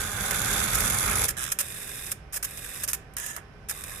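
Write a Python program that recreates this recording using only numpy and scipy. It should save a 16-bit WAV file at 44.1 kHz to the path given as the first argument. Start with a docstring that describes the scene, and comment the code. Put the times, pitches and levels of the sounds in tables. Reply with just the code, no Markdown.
"""The picker of a tape library runs along its rail, close by inside the cabinet, then lifts, lowers and creeps.
Gear teeth are noisy scrapes that ring loose plastic parts, and the carriage judders as it settles.
Starts and stops shake the parts into bursts of impacts; single knocks fall on and between the bursts.
Fans hum underneath as coloured noise and wavering tones, and the cabinet adds a short diffuse tail."""
import sys
import numpy as np
from scipy import signal
from scipy.fft import rfft, irfft
from scipy.io import wavfile

SR = 44100
rng = np.random.default_rng(int(sys.argv[2]) if len(sys.argv) > 2 else 0)


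def put_to_file(sound):
    """Save the sound as 16-bit audio at rate SR, in the file named by the first command-line argument."""
    columns = np.atleast_2d(sound).T  # one column per channel
    safe = np.clip(columns, -1, 1)
    whole_steps = np.round(safe * 32767)
    wavfile.write(sys.argv[1], SR, whole_steps.astype(np.int16))


N = 176400
T = np.arange(N) / SR
HZ = np.fft.rfftfreq(N, 1 / SR)
RUN_END_S = 1.257  # the long run along the rail stops here

# Every spectrum table gives a shape only: colour() sets its overall level.
# rumble of the frame: f/Hz, level per Hz/dB
FRAME_SPECTRUM = [(22, -16), (35, -3), (52, 1), (70, -3), (105, 0), (170, -6.5), (210, -9), (260, -13),
                  (400, -15.5), (600, -14.5), (800, -41.5), (1500, -100)]
# scrape of the creeping or juddering carriage: f/Hz, level per Hz/dB
CREEP_SPECTRUM = [(240, -37), (400, -40), (438, -31), (657, -5), (763, -9.5), (848, -6.5), (1690, -1),
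                  (2060, -5), (3900, -5.5), (4450, -26), (5000, -7), (6950, -2.5), (9960, -2), (14500, -12)]


def amp(db):
    """Decibels to gain."""
    return 10 ** (np.asarray(db) / 20)


def unit(x):
    """Scales to rms 1."""
    return x / np.sqrt(np.mean(x ** 2) + 1e-20)


def read(points, hz):
    """Reads a table on a log-frequency axis."""
    f, value = np.transpose(points)
    return np.interp(np.log(hz + 1), np.log(f + 1), value)


def curve(rows, axis):
    """Reads one column of a time table at every sample."""
    rows = np.array(rows)
    return np.interp(T, rows[:, 0], rows[:, axis])


def drift(rate_hz):
    """Random wander of rms 1: noise whose spectrum falls off as a Gaussian above rate_hz."""
    hz = HZ[:N // 10]
    noise = rng.standard_normal(len(hz)) + 1j * rng.standard_normal(len(hz))
    return unit(irfft(noise * np.exp(-(hz / rate_hz) ** 2), N))


def gate(start, end, attack_s, release_s):
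    """Linear attack, hold and exponential release."""
    attack = np.clip((T - start) / attack_s, 0, 1)
    return attack * np.exp(-np.maximum(T - end, 0) / release_s)


def after_run(decay_s):
    """One during the long run, then dying away."""
    return np.exp(-np.maximum(T - RUN_END_S, 0) / decay_s)


def colour(x, spectrum, lean_share=1.):
    """Gives two white channels a causal spectrum and stereo place, keeping the level of their mono mix."""
    # left minus right: f/Hz, level difference/dB
    lean_rows = [(60, -1.5), (170, -1), (450, -2), (750, -7), (1300, -10), (2100, -9), (2700, -3),
                 (3500, -6), (4700, -8), (6300, -20), (7800, -10), (9000, -2), (10300, 1.9), (12000, -3),
                 (15000, -3)]
    # likeness of the two channels: f/Hz, correlation/0-1
    alike_rows = [(50, 0.98), (125, 0.96), (250, 0.74), (500, 0.74), (1200, 0.34), (2200, 0.047)]
    alike = np.clip(read(alike_rows, HZ), 0, 1)
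    lean = amp(lean_share * read(lean_rows, HZ) / 2)
    # roll-off below the first row of the spectrum
    below = np.minimum(HZ / spectrum[0][0], 1) ** 2
    shape = unit(amp(read(spectrum, HZ)) * below)
    sides = np.array([lean, 1 / lean]) * 2 / np.sqrt(lean ** 2 + lean ** -2 + 2 * alike)
    gain = shape * sides
    # minimum phase, so that nothing sounds ahead of its impact
    log_gain = np.log(gain.mean(0) + 1e-4)
    mirrored = np.r_[log_gain, log_gain[-2:0:-1]]
    phase = -signal.hilbert(mirrored).imag[:len(HZ)]
    a, b = rfft(x)
    left = alike * b + np.sqrt(1 - alike ** 2) * a
    return irfft(np.array([left, b]) * gain * np.exp(1j * phase), N)


def ring(force, ring_s, count):
    """Each impact lands on one of a few parts, which rings briefly with dense modes."""
    t = T[:2048]
    part = rng.integers(0, count, N)
    out = 0
    for k in range(count):
        body = rng.standard_normal((2, len(t))) * np.exp(-t / ring_s)
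        body = body / np.linalg.norm(body, axis=1, keepdims=True)
        hits = (force * (part == k))[None]
        out = out + signal.oaconvolve(hits, body, axes=1)[:, :N]
    return out


def rasp(turns, contact, spread_db):
    """One noise scrape of uneven strength per cycle, dying away over a share `contact` of it."""
    strengths = amp(spread_db * np.tanh(rng.standard_normal(N)))
    size = strengths[np.floor(turns).astype(int)]
    return unit(size * np.exp(-(turns % 1) / contact) * rng.standard_normal(N))


def teeth(hz, spread_db, play_db, contact, grind_db):
    """One scrape per tooth over a fine grind, swelling as the pinion's play opens and closes."""
    pinion_hz = 84.8
    clump_db, clump_hz = 1.5, 110  # the scrapes come in uneven clumps
    turns = np.maximum.accumulate(hz * T + .08 * drift(hz))  # never runs backwards
    scrapes = rasp(turns, contact, spread_db)
    play = play_db * np.sin(2 * np.pi * pinion_hz * T + 2.2 * drift(12))
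    clumps = clump_db * np.tanh(drift(clump_hz))
    grind = amp(grind_db) * rng.standard_normal(N)
    return unit((scrapes + grind) * amp(play + clumps))


def sing(hz, width_hz):
    """A rubbed resonance: a fuzzy tone of rms 1 that can follow a curve."""
    turn = 2 * np.pi * np.cumsum(hz * np.ones(N)) / SR
    return unit(drift(width_hz) * np.cos(turn) + drift(width_hz) * np.sin(turn))


def moves(rows, attack_s, release_s):
    """Drive level of a list of moves, each gliding between its two levels."""
    level = 0
    for start, end, db0, db1 in rows:
        glide = amp(np.interp(T, [start, end], [db0, db1]))
        level = level + gate(start, end, attack_s, release_s) * glide
    return level


def knocks(rows, knock_s):
    """Single impulses, each with the energy of knock_s seconds at its listed level."""
    force = np.zeros(N)
    for s, db in rows:
        force[int(s * SR)] += amp(db) * np.sqrt(knock_s * SR)
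    return force


def long_run():
    """Rattling gears, rollers on a ringing rail and motor hum; the frame rumbles on a little after the stop."""
    # the run along the rail: t/s, gear rattle level/dB, roller noise level/dB, frame rumble level/dB
    run = [(0.0, -34.5, -39, -38), (0.128, -37.5, -43, -44), (0.154, -35, -39, -39),
           (0.54, -29.5, -34.5, -35), (0.708, -32, -35.5, -35.5), (0.714, -30, -34.5, -35.5),
           (0.936, -29.5, -35.5, -33.5), (0.992, -31, -36.5, -37), (1.102, -32.5, -32.5, -34),
           (1.234, -30, -37, -34), (1.26, -31, -40.5, -36.5)]
    # resonance of the rail under the rollers: t/s, f/Hz, level/dB
    rail_rows = [(0, 1567, -39.5), (.3, 1546, -38), (.55, 1574, -35.5), (.66, 1449, -53), (.78, 1370, -33),
                 (.87, 1300, -58), (1.1, 1234, -38), (1.26, 1246, -57)]
    # rattle of the gears: f/Hz, level per Hz/dB
    gear_spectrum = [(1530, -42), (2600, -11), (2850, -21.5), (3390, -4.5), (4660, -13.5), (5220, -8),
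                     (5650, -11), (6120, -8.5), (6670, -7), (7950, -3), (8600, -8), (10100, -2),
                     (11100, -5), (12600, -7.5), (14500, -15)]
    # noise of the rollers: f/Hz, level per Hz/dB
    roller_spectrum = [(260, -46), (400, -13), (623, -10), (713, -10), (760, -3), (891, -8), (1190, -0.5),
                       (1560, 0), (1880, -3), (2480, -5.5), (3000, -12), (3900, -21.5), (6600, -120)]
    # motor hum: multiple of the tooth rate, level/dB
    hum_rows = [(1, -51), (2, -51.5), (3, -61.5), (4, -60.5), (6, -50.5)]
    tooth_hz = 206.17
    on = after_run(0.014)

    force = teeth(tooth_hz, spread_db=6.0, play_db=1.5, contact=0.39, grind_db=-3)
    force = force * on * amp(curve(run, axis=1))
    gears = colour(ring(force, ring_s=0.0029, count=3), gear_spectrum)

    force = teeth(tooth_hz, spread_db=3.5, play_db=2.5, contact=0.16, grind_db=-1)
    force = force * on * amp(curve(run, axis=2))
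    rollers = colour(ring(force, ring_s=0.0052, count=4), roller_spectrum)

    settling = np.maximum(on, amp(-5) * after_run(0.23))
    rumble = colour(rng.standard_normal((2, N)), FRAME_SPECTRUM)
    rumble = rumble * settling * amp(curve(run, axis=3))

    afterring = colour(rng.standard_normal((2, N)), roller_spectrum) * amp(-57.0)
    afterring = afterring * gate(RUN_END_S, RUN_END_S, attack_s=0.0081, release_s=0.16)

    rail = sing(curve(rail_rows, axis=1), width_hz=120) * amp(curve(rail_rows, axis=2))
    turn = 2 * np.pi * np.cumsum(tooth_hz * (1 + .0015 * drift(10))) / SR
    hum = 0
    for k, db in hum_rows:
        hum = hum + amp(db) * unit(np.sin(round(k) * turn) * (1 + 0.79 * drift(15.0)))
    # left and right gains/dB: the rail sits well to the right, the hum slightly
    tones = rail * amp([[-10], [1]]) + hum * amp([[-2], [1.5]])
    return gears + rollers + rumble + afterring + on * tones


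def whines(drive):
    """Parts that the drive shakes into resonance for a while, in step with its rattle."""
    # resonances: start t/s, end t/s, f/Hz, width/Hz, gain/dB
    resonances = [(0, .72, 3530, 450, -7), (0.853, 1.262, 10330, 497, -2), (1.364, 1.5, 1710, 220, 6),
                  (1.366, 1.44, 9600, 1500, -3), (1.62, 2.85, 1630, 159, -2), (3.167, 3.384, 1720, 150, 6),
                  (3.197, 3.34, 6900, 600, 0.5), (3.742, 4, 1110, 300, 5.5), (3.86, 3.975, 1640, 120, 6)]
    out, spectrum = 0, rfft(drive)
    for start, end, hz, width_hz, db in resonances:
        tone = irfft(spectrum / (1 + 2j * (HZ - hz) / width_hz), N)
        out = out + tone * gate(start, end, attack_s=0.0057, release_s=.006) * amp(db)
    return out


def cabinet(x):
    """A short diffuse tail from the metal enclosure: noise whose decay time depends on frequency."""
    # decay of the enclosure: f/Hz, time to fall by 60 dB/s
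    decay = [(200, 0.19), (1500, 0.86), (5000, 0.28), (14000, 0.15)]
    hz, t, noise = signal.stft(rng.standard_normal((2, SR // 2)), SR, nperseg=256)
    fall = amp(-60 * t / read(decay, hz)[:, None])
    tail = signal.istft(noise * fall, SR, nperseg=256)[1]
    tail = tail * np.minimum(T[:tail.shape[1]] / 0.0029, 1)  # soft onset
    return signal.fftconvolve(x, tail / np.linalg.norm(tail[0]), axes=1)[:, :N]


def fans():
    """Steady rush of air with blade tones that waver in pitch and strength."""
    # rush of air: f/Hz, level per Hz/dB
    air_spectrum = [(20, -6.5), (54, 0.5), (85, -3.5), (140, -3), (200, -11), (290, -15), (450, -15),
                    (700, -17), (900, -22.5), (1150, -20), (1600, -23.5), (2400, -26), (4400, -39),
                    (5300, -33), (7000, -48), (11000, -47), (15000, -61)]
    # blade tones: f/Hz, level/dB, left minus right/dB
    blade_tones = [(57, -62, -7.5), (203, -70, 2), (409.3, -65, 1.5), (773, -70, -19.5), (1535, -69, -14),
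                   (2400, -81.5, -24), (3060, -83, 6)]
    air = colour(rng.standard_normal((2, N)), air_spectrum, lean_share=0.79)
    out = air * amp(-49 + 0.17 * drift(2.7))
    for hz, db, lean_db in blade_tones:
        turn = 2 * np.pi * np.cumsum(hz + 2.7 * drift(17.0)) / SR
        tone = np.sin(turn) * (1 + 0.35 * drift(12))
        out += unit(tone) * amp([[db + lean_db / 2], [db - lean_db / 2]])
    return out


def chatter(impacts_per_s=850, spread_db=4):
    """Loose parts clatter in quick runs of impacts at every jolt; single knocks fall within and between them."""
    # jolts as a motor starts or brakes: start t/s, length/s, level/dB
    jolts = [(1.279, 0.03, -32.5), (1.283, 0.0092, -24), (1.517, 0.012, -25), (1.588, 0.024, -25.5),
             (2.115, 0.009, -27.5), (2.325, 0.042, -33.5), (2.362, 0.013, -32), (2.426, .011, -29),
             (2.442, 0.014, -29), (2.833, .015, -29), (2.878, 0.025, -31.5), (2.908, 0.011, -36.5),
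             (2.942, 0.0083, -32), (3.686, 0.014, -34), (3.694, 0.016, -31.5)]
    # single knocks of loose parts: t/s, level/dB
    single_knocks = [(.309, -19.5), (.753, -17.5), (0.805, -18.5), (.900, -20.5), (.944, -27),
                     (1.242, -19.5), (1.439, -26), (1.524, -26.5), (1.588, -20.5), (2.065, -31.5),
                     (2.118, -26.5), (2.362, -29.5), (2.574, -33.5), (2.839, -27), (2.877, -27),
                     (2.885, -21.5), (2.932, -19), (2.94, -25), (3.137, -48.5), (3.167, -25), (3.184, -29),
                     (3.199, -28.5), (3.263, -27), (3.364, -28.5), (3.711, -26), (3.838, -31)]
    # clatter of the loose parts: f/Hz, level per Hz/dB
    loose_spectrum = [(260, -41), (450, -28.5), (561, -6.5), (774, -31.5), (965, -9), (1710, -1),
                      (2070, -8), (2540, -7), (3030, -8.5), (4500, -12.5), (5140, -6), (5780, -5),
                      (10100, 1), (11700, 0), (14100, -2.5), (15000, -7.5)]
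    force = knocks(single_knocks, knock_s=0.0019)
    for start, length, db in jolts:
        count = max(int(length * impacts_per_s), 2)
        at = start + length * (np.arange(count) + rng.random(count)) / count
        sizes = unit(amp(spread_db * rng.standard_normal(count)))
        # fewer impacts hit harder, so the burst keeps its level
        force[(at * SR).astype(int)] += amp(db) * sizes * np.sqrt(length * SR / count)
    return colour(ring(force, ring_s=0.0044, count=6), loose_spectrum)


def judder():
    """Braking after the long run, the carriage sticks and slips in a quick rattle of changing rate."""
    # stick-slip rattle: t/s, slip rate/Hz, level/dB
    slips = [(1.367, 126, -38.5), (1.436, 128, -34.5), (1.448, 73, -37.5), (1.512, 89, -40)]
    on = gate(slips[0][0], slips[-1][0], attack_s=.001, release_s=.001)
    turns = np.cumsum(curve(slips, axis=1) * on) / SR
    force = rasp(turns, contact=0.34, spread_db=0.0) * on
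    # rms near 1 while it lasts, then the listed level
    force = unit(force) * np.sqrt(on.mean()) * amp(curve(slips, axis=2))
    return colour(ring(force, ring_s=0.0042, count=3), CREEP_SPECTRUM)


def lift():
    """The lift pinion ticks along its rack and shakes the frame, which sways on after each move."""
    # lift moves: start t/s, end t/s, level at start/dB, level at end/dB
    lift_moves = [(1.612, 2.118, -40.5, -39.5), (2.456, 2.835, -44, -39.5), (3.714, 3.88, -44, -43.5),
                  (3.88, 4.0, -42, -43.5)]
    # ticking of the rack: f/Hz, level per Hz/dB
    rack_spectrum = [(260, -25.5), (450, -15), (491, -7), (716, -21.5), (782, -16), (930, -9.5),
                     (1300, -6.5), (1690, -5), (2540, -6), (3060, -16.5), (3700, -4.5), (4400, -20.5),
                     (5090, -8), (6520, -8.5), (7760, -3.5), (12000, -3), (14500, -11)]
    # the lift meshes at this tooth rate/Hz
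    force = teeth(206.17, spread_db=2.5, play_db=1.5, contact=.22, grind_db=-4.5)
    force = force * moves(lift_moves, attack_s=0.0047, release_s=0.0069)
    rumble = colour(rng.standard_normal((2, N)), FRAME_SPECTRUM) * amp(-12.5)
    rumble = rumble * moves(lift_moves, attack_s=.01, release_s=0.2)
    return colour(ring(force, ring_s=0.0031, count=3), rack_spectrum) + rumble


def bumps():
    """The carriage takes up its play with a dull knock against its guides."""
    # bumps: t/s, level/dB
    bump_rows = [(2.839, -50), (3.364, -45.5), (3.375, -43), (3.709, -40.5)]
    # dull thud of the guides: f/Hz, level per Hz/dB
    bump_spectrum = [(200, -7), (500, 5), (900, 9), (1400, 10), (2000, 8.5), (3000, -16), (6000, -51)]
    force = knocks(bump_rows, knock_s=0.013)
    return colour(ring(force, ring_s=0.011, count=3), bump_spectrum)


def creep():
    """The rail drive nudges the carriage slowly sideways with a dense, even scrape."""
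    # sideways moves: start t/s, end t/s, level at start/dB, level at end/dB
    creep_moves = [(3.166, 3.3, -40.5, -40.5), (3.3, 3.385, -45, -48.5)]
    creep_hz = 220  # tooth rate
    force = teeth(creep_hz, spread_db=2, play_db=1, contact=.3, grind_db=0)
    force = force * moves(creep_moves, attack_s=.002, release_s=.008)
    return colour(ring(force, ring_s=0.0053, count=3), CREEP_SPECTRUM)


def scene():
    """The picker close by in its cabinet, over the fans."""
    drive = long_run() + judder() + lift() + creep()
    robot = drive + whines(drive) + chatter() + bumps()
    return robot + amp(-16) * cabinet(robot) + fans()


def record(dry):
    """The band limit of the recorder: a steep low-pass."""
    edge_hz = 14650
    return signal.sosfilt(signal.butter(22, edge_hz, fs=SR, output="sos"), dry)


dry = scene()
out = record(dry)
put_to_file(out)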